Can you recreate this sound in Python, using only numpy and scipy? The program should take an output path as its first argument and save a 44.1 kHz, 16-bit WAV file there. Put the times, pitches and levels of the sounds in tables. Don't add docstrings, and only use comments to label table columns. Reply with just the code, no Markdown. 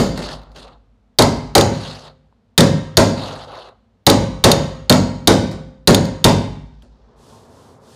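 import sys
import numpy as np
from scipy import signal
from scipy.fft import rfft, irfft, next_fast_len
from scipy.io import wavfile
from scipy.ndimage import uniform_filter1d

SR = 44100
rng = np.random.default_rng(int(sys.argv[2]) if len(sys.argv) > 2 else 0)


def transcribe(u):
    v = np.clip(np.atleast_2d(u).T, -1, 1)
    q = np.round(v * 32767).astype(np.int16)
    wavfile.write(sys.argv[1], SR, q)


def invert_db(x):
    u = np.asarray(x, float) / 20
    return 10 ** u


N = 350746
LEAD_S = 0.2
LEAD = int(LEAD_S * SR)
TOTAL = N + LEAD
SIZE = next_fast_len(TOTAL + SR // 4)
FREQS = np.arange(SIZE // 2 + 1) * SR / SIZE + 1e-3
RING_S = 0.125
SPOTS = 3

# (time [s], spoon level [dB], loudest spoon ring [Hz], door boom [dB], hammer head ring [dB])
BLOWS = [(-0.03, -7, 4530, 7.5, -3), (1.187, -3.5, 4767, 8.5, -4.7), (1.5517, -4, 4100, -5, 4),
         (2.5783, -2.5, 3770, -1, -0.5), (2.97, -2.5, 4474, -4, 3), (4.0662, -2.5, 3994, 6, 0.9),
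         (4.4398, -1.5, 3742, -1, -4), (4.8963, -4.5, 4340, 3, 0.5), (5.2735, -2, 3793, -1, -6),
         (5.874, -5, 4030, 1.8, -8), (6.2425, -2.5, 3694, 5, -13)]
# (time [s], spoon level [dB], loudest spoon ring [Hz], hammer head ring [dB])
REBOUNDS = [
    (1.222, 0, 4080, -16),
    (1.5807, 2.5, 4594, -12.5),
    (1.6107, -3.5, 3604, -16.5),
    (2.606, 3, 3630, -16.5),
    (4.0988, 6, 3844, -3.5),
    (4.5156, 6.5, 4303, -3),
    (4.9252, -2.5, 3550, -14.5),
    (5.9463, 5.5, 3690, -7),
]
# (time [s], spoon level [dB], loudest spoon ring [Hz], door relative to spoon [dB])
TICKS = [(0.1761, -16, 4450, -2.5), (0.2276, -20, 4740, -16), (0.418, -34.5, 4100, -24),
         (0.4335, -34, 4150, -24), (0.4928, -49.5, 4225, -12.5), (0.5171, -35.5, 4266, -12.5),
         (0.561, -28, 4085, -7), (2.032, -45.5, 7800, -5.5), (2.051, -40.5, 4220, -15),
         (3.185, -26.5, 4350, -6), (3.2022, -26.5, 4200, -12.5), (3.2324, -29.5, 3600, -14),
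         (3.4608, -40.5, 4000, -9), (5.423, -28.5, 4300, -14), (5.514, -22, 4700, -3.5),
         (5.909, -7, 4200, -24), (6.002, -23, 4000, -13.5), (6.054, -16.5, 4430, -9),
         (6.066, -27, 4160, -12), (6.8223, -32.5, 3240, -10)]
# (frequency [Hz], level [dB], t60 [s])
SPOON = [(3120, -10, .015), (3304, -10, 0.028), (3655, -6.5, 0.04), (4030, -7, 0.031), (4350, -4.5, 0.027),
         (4640, -4.5, 0.028), (4970, -0.5, 0.0089), (5550, -10, 0.022), (6200, -14.5, 0.039),
         (6650, -12.5, 0.042), (7600, -19, 0.013), (8210, -12, 0.031), (9300, -15, 0.042),
         (10800, -18, 0.1), (12000, -23.5, 0.0082), (12900, -19, 0.0077), (13400, -26, .01)]
# (frequency [Hz], level [dB], t60 [s])
HEAD = [(3700, -8, .03), (4800, -4, .022), (6640, -3, .016), (6780, 1.5, .02), (6920, -4, .016),
        (8370, -5, .016), (9640, -13, .022), (10590, -14, .02), (11330, -17, .016)]
# (frequency [Hz], level [dB], t60 [s])
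DOOR = [(49.4, -12, 2.2), (56.9, -12, 1.9), (92.7, -10, 0.66), (101.04, 4, 0.67), (129.5, -1, 0.15),
        (147.3, -4, 0.93), (153.3, -2.5, 0.83), (165.6, -4.5, 0.71), (195.2, -5, 0.32), (204.5, -11.5, 1),
        (227.7, -5, 0.46), (246.8, -4.5, 0.93), (252, -4.5, 0.79), (275.8, -3, 0.74), (340, -14, 0.063),
        (406, -13.5, 0.43), (395, -16.5, 0.98), (474, -8.5, 0.36), (526, -6, 0.93), (556, -5, 0.48),
        (557, 3, 0.2), (583.6, 2, 0.47), (678, -7.5, 0.54), (853, -14.5, 0.39), (945, -9.5, 0.77)]
# (frequency [Hz], level [dB])
CLANG = [(30, -49), (60, -13), (150, 2), (400, 1), (800, -3), (1200, -10.5), (2000, -13.5), (3000, -23),
         (4500, -18.5), (7000, -24), (10000, -26), (15000, -35.5)]
# (frequency [Hz], t60 [s])
CLANG_T60 = [(60, 1), (500, 0.35), (2000, 0.22), (6000, 0.4), (15000, 0.039)]
# (start [s], hardest press [s], lift-off [s], pressure [dB], share heard through the door [dB])
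DRAGS = [
    (0.174, .31, 0.34, -31, -7.5),
    (0.382, .43, 0.51, -60.5, 8.5),
    (.555, 0.562, .64, -42.5, -6.5),
    (0.645, 0.68, 0.73, -54, 3.5),
    (1.732, 1.879, 2.06, -36, -8),
    (2.049, 2.07, 2.08, -48.5, -3.5),
    (3.177, 3.286, 3.45, -32.5, -4),
    (3.488, 3.556, 3.686, -40.5, -0.7),
    (5.332, 5.413, 5.3, -35, -10.5),
    (5.503, 5.512, 4.8, -34.5, -13),
]
# (frequency [Hz], level [dB])
RASP = [(880, -31), (1500, -8.5), (2160, -14), (2450, -17), (2650, -8), (3180, -9), (3860, -4),
        (4410, -4.5), (5610, -18), (6740, -19), (7420, -24), (10100, -25), (15000, -46)]
# (frequency [Hz], level [dB])
SKIN_RUMBLE = [(150, -27), (400, -2.5), (600, 3.0), (750, 0.5), (1000, -3.0), (1300, -5.0),
               (1600, -16.5), (2500, -34.5), (6000, -59.0)]
# (start [s], length [s], hiss level [dB])
WIPE = [
    (7.157, 0.32, -55),
    (7.421, 0.39, -58),
    (7.796, 0.59, -50.5),
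]
# (frequency [Hz], level [dB])
GLOVE = [(1060, -16), (1800, -11), (2070, -24), (2520, -10.5), (3560, -5.5), (5360, -6.5), (10200, -12),
         (15000, -23)]
# (frequency [Hz], level [dB])
MURMUR = [(47, -37), (80, -3.5), (151, -2), (179, -12.5), (246, -3), (305, -16), (401, -5.5), (694, -12.5),
          (995, -13), (2500, -36.5), (3250, -60.5), (5500, -120)]
# (time [s], spread [s], level [dB], lower tone [Hz], upper tone [Hz])
SQUEAK = (7.35, .02, -47, 910, 1060)
# (time [s], level [dB], frequency [Hz], t60 [s])
KNOCK = (2.326, -45, 950, .012)
# (frequency [Hz], t60 [s])
GARAGE_T60 = [(60, 0.49), (300, 0.57), (1000, 0.75), (3000, 0.64), (7000, 0.57), (10000, 0.51),
              (15000, 0.12)]
# (frequency [Hz], level [dB])
WALLS = [(25, -19.5), (45, -4), (300, -4), (2000, 1.5), (6000, -3), (16000, -5.0)]
# (frequency [Hz], level [dB])
HUSH = [(18, -28), (30, -36.5), (48, -12), (64, -4.5), (76, -10.5), (107, 1), (136, -19), (228, -3),
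        (328, -23), (460, -16.5), (2430, -36.5), (3680, -37), (15000, -59.5)]
# (frequency [Hz], level [dB])
TOP_CUT = [(8000, 0), (15200, -4), (15600, -16), (16600, -26), (16900, -70)]


def contacts():
    heavy, light = [], []
    for s, db, hz, boom_db, _ in BLOWS:
        clang_db = 0.82 if s > 0 else -5
        heavy.append((s, db, hz, 0.044, boom_db - db, clang_db - db))
    for s, db, hz, _ in REBOUNDS:
        light.append((s, db, hz, 0.041, -15, -19))
    for s, db, hz, door_db in TICKS:
        light.append((s, db, hz, 0.019, door_db - 3, door_db))
    return heavy, sorted(light)


def spoon_note(hz, t60, soft, t):
    chance = rng.standard_normal((len(SPOON), 2))
    modes = [(hz, 1.5, 0.016), *SPOON]
    note = 0
    for (f, mode_db, mode_t60), (strength, detune) in zip(modes, [(0, 0), *chance]):
        decay = fade(min(mode_t60 * t60 / 0.054, 0.045), RING_S)
        gain = invert_db(mode_db + 0.83 * strength + soft * abs(f - hz) / 2000)
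        note = note + gain * np.sin(2 * np.pi * f * (1 + 0.01 * detune) * t) * decay
    return note * (1 - np.exp(-t / (0.00002 - 0.00012 * soft)))


def strikes(events, over_db, shove_s):
    out = np.zeros((3 + SPOTS, TOTAL + SR))
    t = np.arange(int(RING_S * SR)) / SR
    for k, (s, db, hz, t60, boom_db, clang_db) in enumerate(events):
        i = LEAD + int(s * SR)
        rough = rng.standard_normal((3, len(t)))
        soft = 0.16 * min(db, 0)
        note = spoon_note(hz, t60, soft, t)
        crack = invert_db(-6.5 + 3 * soft) * np.diff(rough[0], prepend=0) * fade(0.014, RING_S)
        push = scatter(rough[1] * (t / shove_s) * np.exp(-t / shove_s))
        slap = scatter(rough[2] * np.exp(-t / (0.21 * shove_s)))
        out[0, i:i + len(t)] += invert_db(db + over_db) * (note + crack)
        out[1, i:i + len(t)] += invert_db(db + boom_db) * push
        out[2, i:i + len(t)] += invert_db(db + clang_db) * push
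        out[3 + k % SPOTS, i:i + len(t)] += invert_db(db + clang_db) * slap
    return out[:, :TOTAL]


def head():
    jolt = np.zeros(TOTAL + SR)
    for s, *_, db in [*BLOWS, *REBOUNDS]:
        burst = scatter(rng.standard_normal(int(RING_S * SR)) * fade(7 * 0.0019, RING_S))
        i = LEAD + int(s * SR)
        jolt[i:i + len(burst)] += invert_db(db - 9.5) * burst / np.sqrt(np.sum(burst ** 2))
    rings = sum(invert_db(db) * ring(jolt, hz, t60) for hz, db, t60 in HEAD)
    linger, sizzle = afterglow()
    return rings[:TOTAL] + linger + sizzle


def afterglow():
    linger, shaking = np.zeros((2, TOTAL + SR))
    linger_t60, sizzle_t60 = 0.05, 0.25
    t = np.arange(int(3 * RING_S * SR)) / SR
    for s, db, hz, *_ in BLOWS:
        i = LEAD + int(s * SR)
        linger[i:i + len(t)] += invert_db(db - 26.5 - 60 * t / linger_t60) * np.sin(2 * np.pi * hz * t)
        shaking[i:i + len(t)] += invert_db(-25 - 60 * t / sizzle_t60)
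    highpass = signal.butter(2, 11000, "high", fs=SR, output="sos")
    chatter = signal.sosfilt(highpass, rng.standard_normal(TOTAL))
    return linger[:TOTAL], shaking[:TOTAL] * chatter * flutter(depth_db=2.5)


def door(boom, thud, *clang):
    deep_hz = 70
    deep = sum(invert_db(db) * ring(boom, hz, t60) for hz, db, t60 in DOOR if hz < deep_hz)
    skin = sum(invert_db(db) * ring(thud, hz, t60) for hz, db, t60 in DOOR if hz >= deep_hz)
    dense = 0
    for spot in clang:
        dense = dense + signal.fftconvolve(spot, diffuse(CLANG_T60, CLANG, 0.8))[:len(spot)]
    return invert_db(-38.5) * deep + invert_db(-34.5) * skin + invert_db(11) * dense


def drag():
    size = (2, TOTAL)
    grit = (rng.random(size) < 0.3) * rng.standard_normal(size)
    rasp = unit(colour(grit[0], RASP) * flutter(depth_db=2.36))
    rumble = unit(colour(grit[1], SKIN_RUMBLE) * flutter(depth_db=1.5))
    on_edge, sharp, on_skin = pressure()
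    edge = 0
    for hz, band in patches(rasp, depth_db=3.5, swells_per_s=42.0):
        edge = edge + (on_edge if hz < 4900 else sharp) * band
    return edge + invert_db(4.5) * on_skin * rumble


def pressure():
    press_db, sag_db_per_s, lift_db_per_s = 7, 75, 420
    t = time_axis()
    edge, sharp, skin = 0, 0, 0
    for start, hardest, lift, db, door_db in DRAGS:
        rise = press_db * (hardest - t) / max(hardest - start, 0.003)
        under = np.where(t < hardest, rise, sag_db_per_s * (t - hardest))
        under = under + lift_db_per_s * np.maximum(t - lift, 0)
        touch = np.clip((t - start) / 0.02 + 1, 0, 1)
        edge = edge + touch * invert_db(db - under)
        skin = skin + touch * invert_db(db + door_db - 0.54 * under)
        sharp = sharp + touch * invert_db(db - under - 0.75 * (door_db + 6))
    return edge, sharp, skin


def glove():
    rub = rng.standard_normal((2, TOTAL))
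    hiss, murmur = palm()
    rubber = unit(colour(rub[0], GLOVE))
    skin = unit(colour(rub[1], MURMUR))
    return hiss * rubber + murmur * skin + squeak() + dull_hiss(rubber)


def palm():
    t = time_axis()
    down = np.clip((t - 6.82) / 0.5, 0, 1)
    hiss, speeds = 0, 0
    for s, length, db in WIPE:
        speed = np.sin(np.pi * np.clip((t - s) / length, 0, 1))
        hiss = hiss + invert_db(db) * speed ** 0.82
        speeds = speeds + speed
    return hiss, down * invert_db(-48.5 + 2.5 * speeds)


def squeak():
    t = time_axis()
    s, spread, db, *tones = SQUEAK
    tone = unit(sum(np.sin(2 * np.pi * hz * t) for hz in tones) * flutter(depth_db=3))
    return invert_db(db) * tone * np.exp(-0.5 * ((t - s) / spread) ** 2)


def dull_hiss(rubber):
    t = time_axis()
    lowpass = signal.butter(4, 5600, fs=SR, output="sos")
    dulled = signal.sosfilt(lowpass, rubber[::-1]) * flutter(depth_db=1.5)
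    fade_in = np.clip((t - 6.6) * 10, 0, 1)
    fade_out = np.clip((WIPE[0][0] - t) * 10 + 1, 0, 1)
    return invert_db(-69) * fade_in * fade_out * dulled


def knock():
    s, db, hz, t60 = KNOCK
    tap = np.zeros(TOTAL)
    tap[LEAD + int(s * SR)] = 1
    return invert_db(db) * ring(tap, hz, t60)


def garage(panel, spoon, rubbing, steel):
    walls = diffuse(GARAGE_T60, WALLS, 1.2)
    walls = np.concatenate([np.zeros(int(0.006 * SR)), walls])
    sent = invert_db(-14.5) * panel + invert_db(-24.0) * spoon + invert_db(-23.0) * rubbing + invert_db(-9.5) * steel
    return signal.fftconvolve(sent, walls)[:TOTAL]


def hush():
    return invert_db(-59.5) * unit(colour(rng.standard_normal(TOTAL), HUSH))


def time_axis():
    return np.arange(TOTAL) / SR - LEAD_S


def unit(x):
    return x / np.sqrt(np.mean(x ** 2))


def along(table, hz):
    table_hz, values = np.array(table).T
    return np.interp(np.log(hz), np.log(table_hz), values)


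def colour(x, table):
    return irfft(rfft(x, SIZE) * invert_db(along(table, FREQS)), SIZE)[:len(x)]


def fade(t60, seconds):
    return np.exp(-np.log(1000) * np.arange(int(seconds * SR)) / SR / max(t60, 0.002))


def ring(x, hz, t60):
    pole = np.exp(2j * np.pi * hz / SR - np.log(1000) / (max(t60, 0.003) * SR))
    return signal.lfilter([pole.imag], [1, -2 * pole.real, abs(pole) ** 2], x)


def diffuse(t60_table, colour_table, seconds):
    size = int(seconds * SR)
    hz = np.arange(size // 2 + 1) / seconds + 1e-3
    noise = rfft(rng.standard_normal(size)) * invert_db(along(colour_table, hz))
    out = 0
    for centre in 30 * 2 ** np.arange(0, 10, 0.5):
        share = np.clip(1 - 2 * abs(np.log2(hz / centre)), 0, 1)
        out = out + irfft(noise * share, size) * fade(along(t60_table, centre), seconds)
    return out / np.sqrt(np.sum(out ** 2))


def scatter(burst):
    lines = rfft(burst)
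    size = abs(lines)
    return irfft(lines * (np.mean(size) / size) ** 0.8, len(burst)) * fade(0.25, RING_S)


def wander(size, hold):
    steps = np.repeat(rng.standard_normal(size // hold + 1), hold)[:size]
    return uniform_filter1d(steps, size=hold)


def flutter(depth_db):
    return invert_db(depth_db * unit(wander(TOTAL, 250)))


def patches(x, depth_db, swells_per_s):
    lines = rfft(x)
    hz = np.arange(len(x) // 2 + 1) * SR / len(x) + 1e-3
    for centre in 800 * 2 ** np.arange(0, 4.4, 1 / 3):
        swell = wander(len(x), int(SR / swells_per_s))
        share = np.clip(1 - 3 * abs(np.log2(hz / centre)), 0, 1)
        yield centre, irfft(lines * share, len(x)) * invert_db(depth_db * swell)


def scene():
    heavy, light = contacts()
    hits = strikes(heavy, over_db=13.0, shove_s=0.018)
    taps = strikes(light, over_db=-4.5, shove_s=0.0064)
    spoon, *pushes = hits + taps
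    steel = head()
    panel = door(*pushes)
    rubbing = drag() + glove() + knock()
    direct = spoon + steel + panel + rubbing
    mix = direct + garage(panel, spoon, rubbing, steel) + hush()
    return mix[None, LEAD:]


def roll_off(x):
    return signal.sosfilt(signal.butter(12, 16830, fs=SR, output="sos"), x)


def record(dry):
    clip_at, knee = 0.7, 30.0
    heard = signal.sosfilt(signal.butter(2, 36, "high", fs=SR, output="sos"), dry)
    flat = heard / (1 + abs(heard / clip_at) ** knee) ** (1 / knee)
    tilted = signal.sosfilt(signal.butter(1, 14, "high", fs=SR, output="sos"), flat)
    mix = colour(tilted[0], TOP_CUT)[None]
    return roll_off(mix)


dry = scene()
out = record(dry)
transcribe(out)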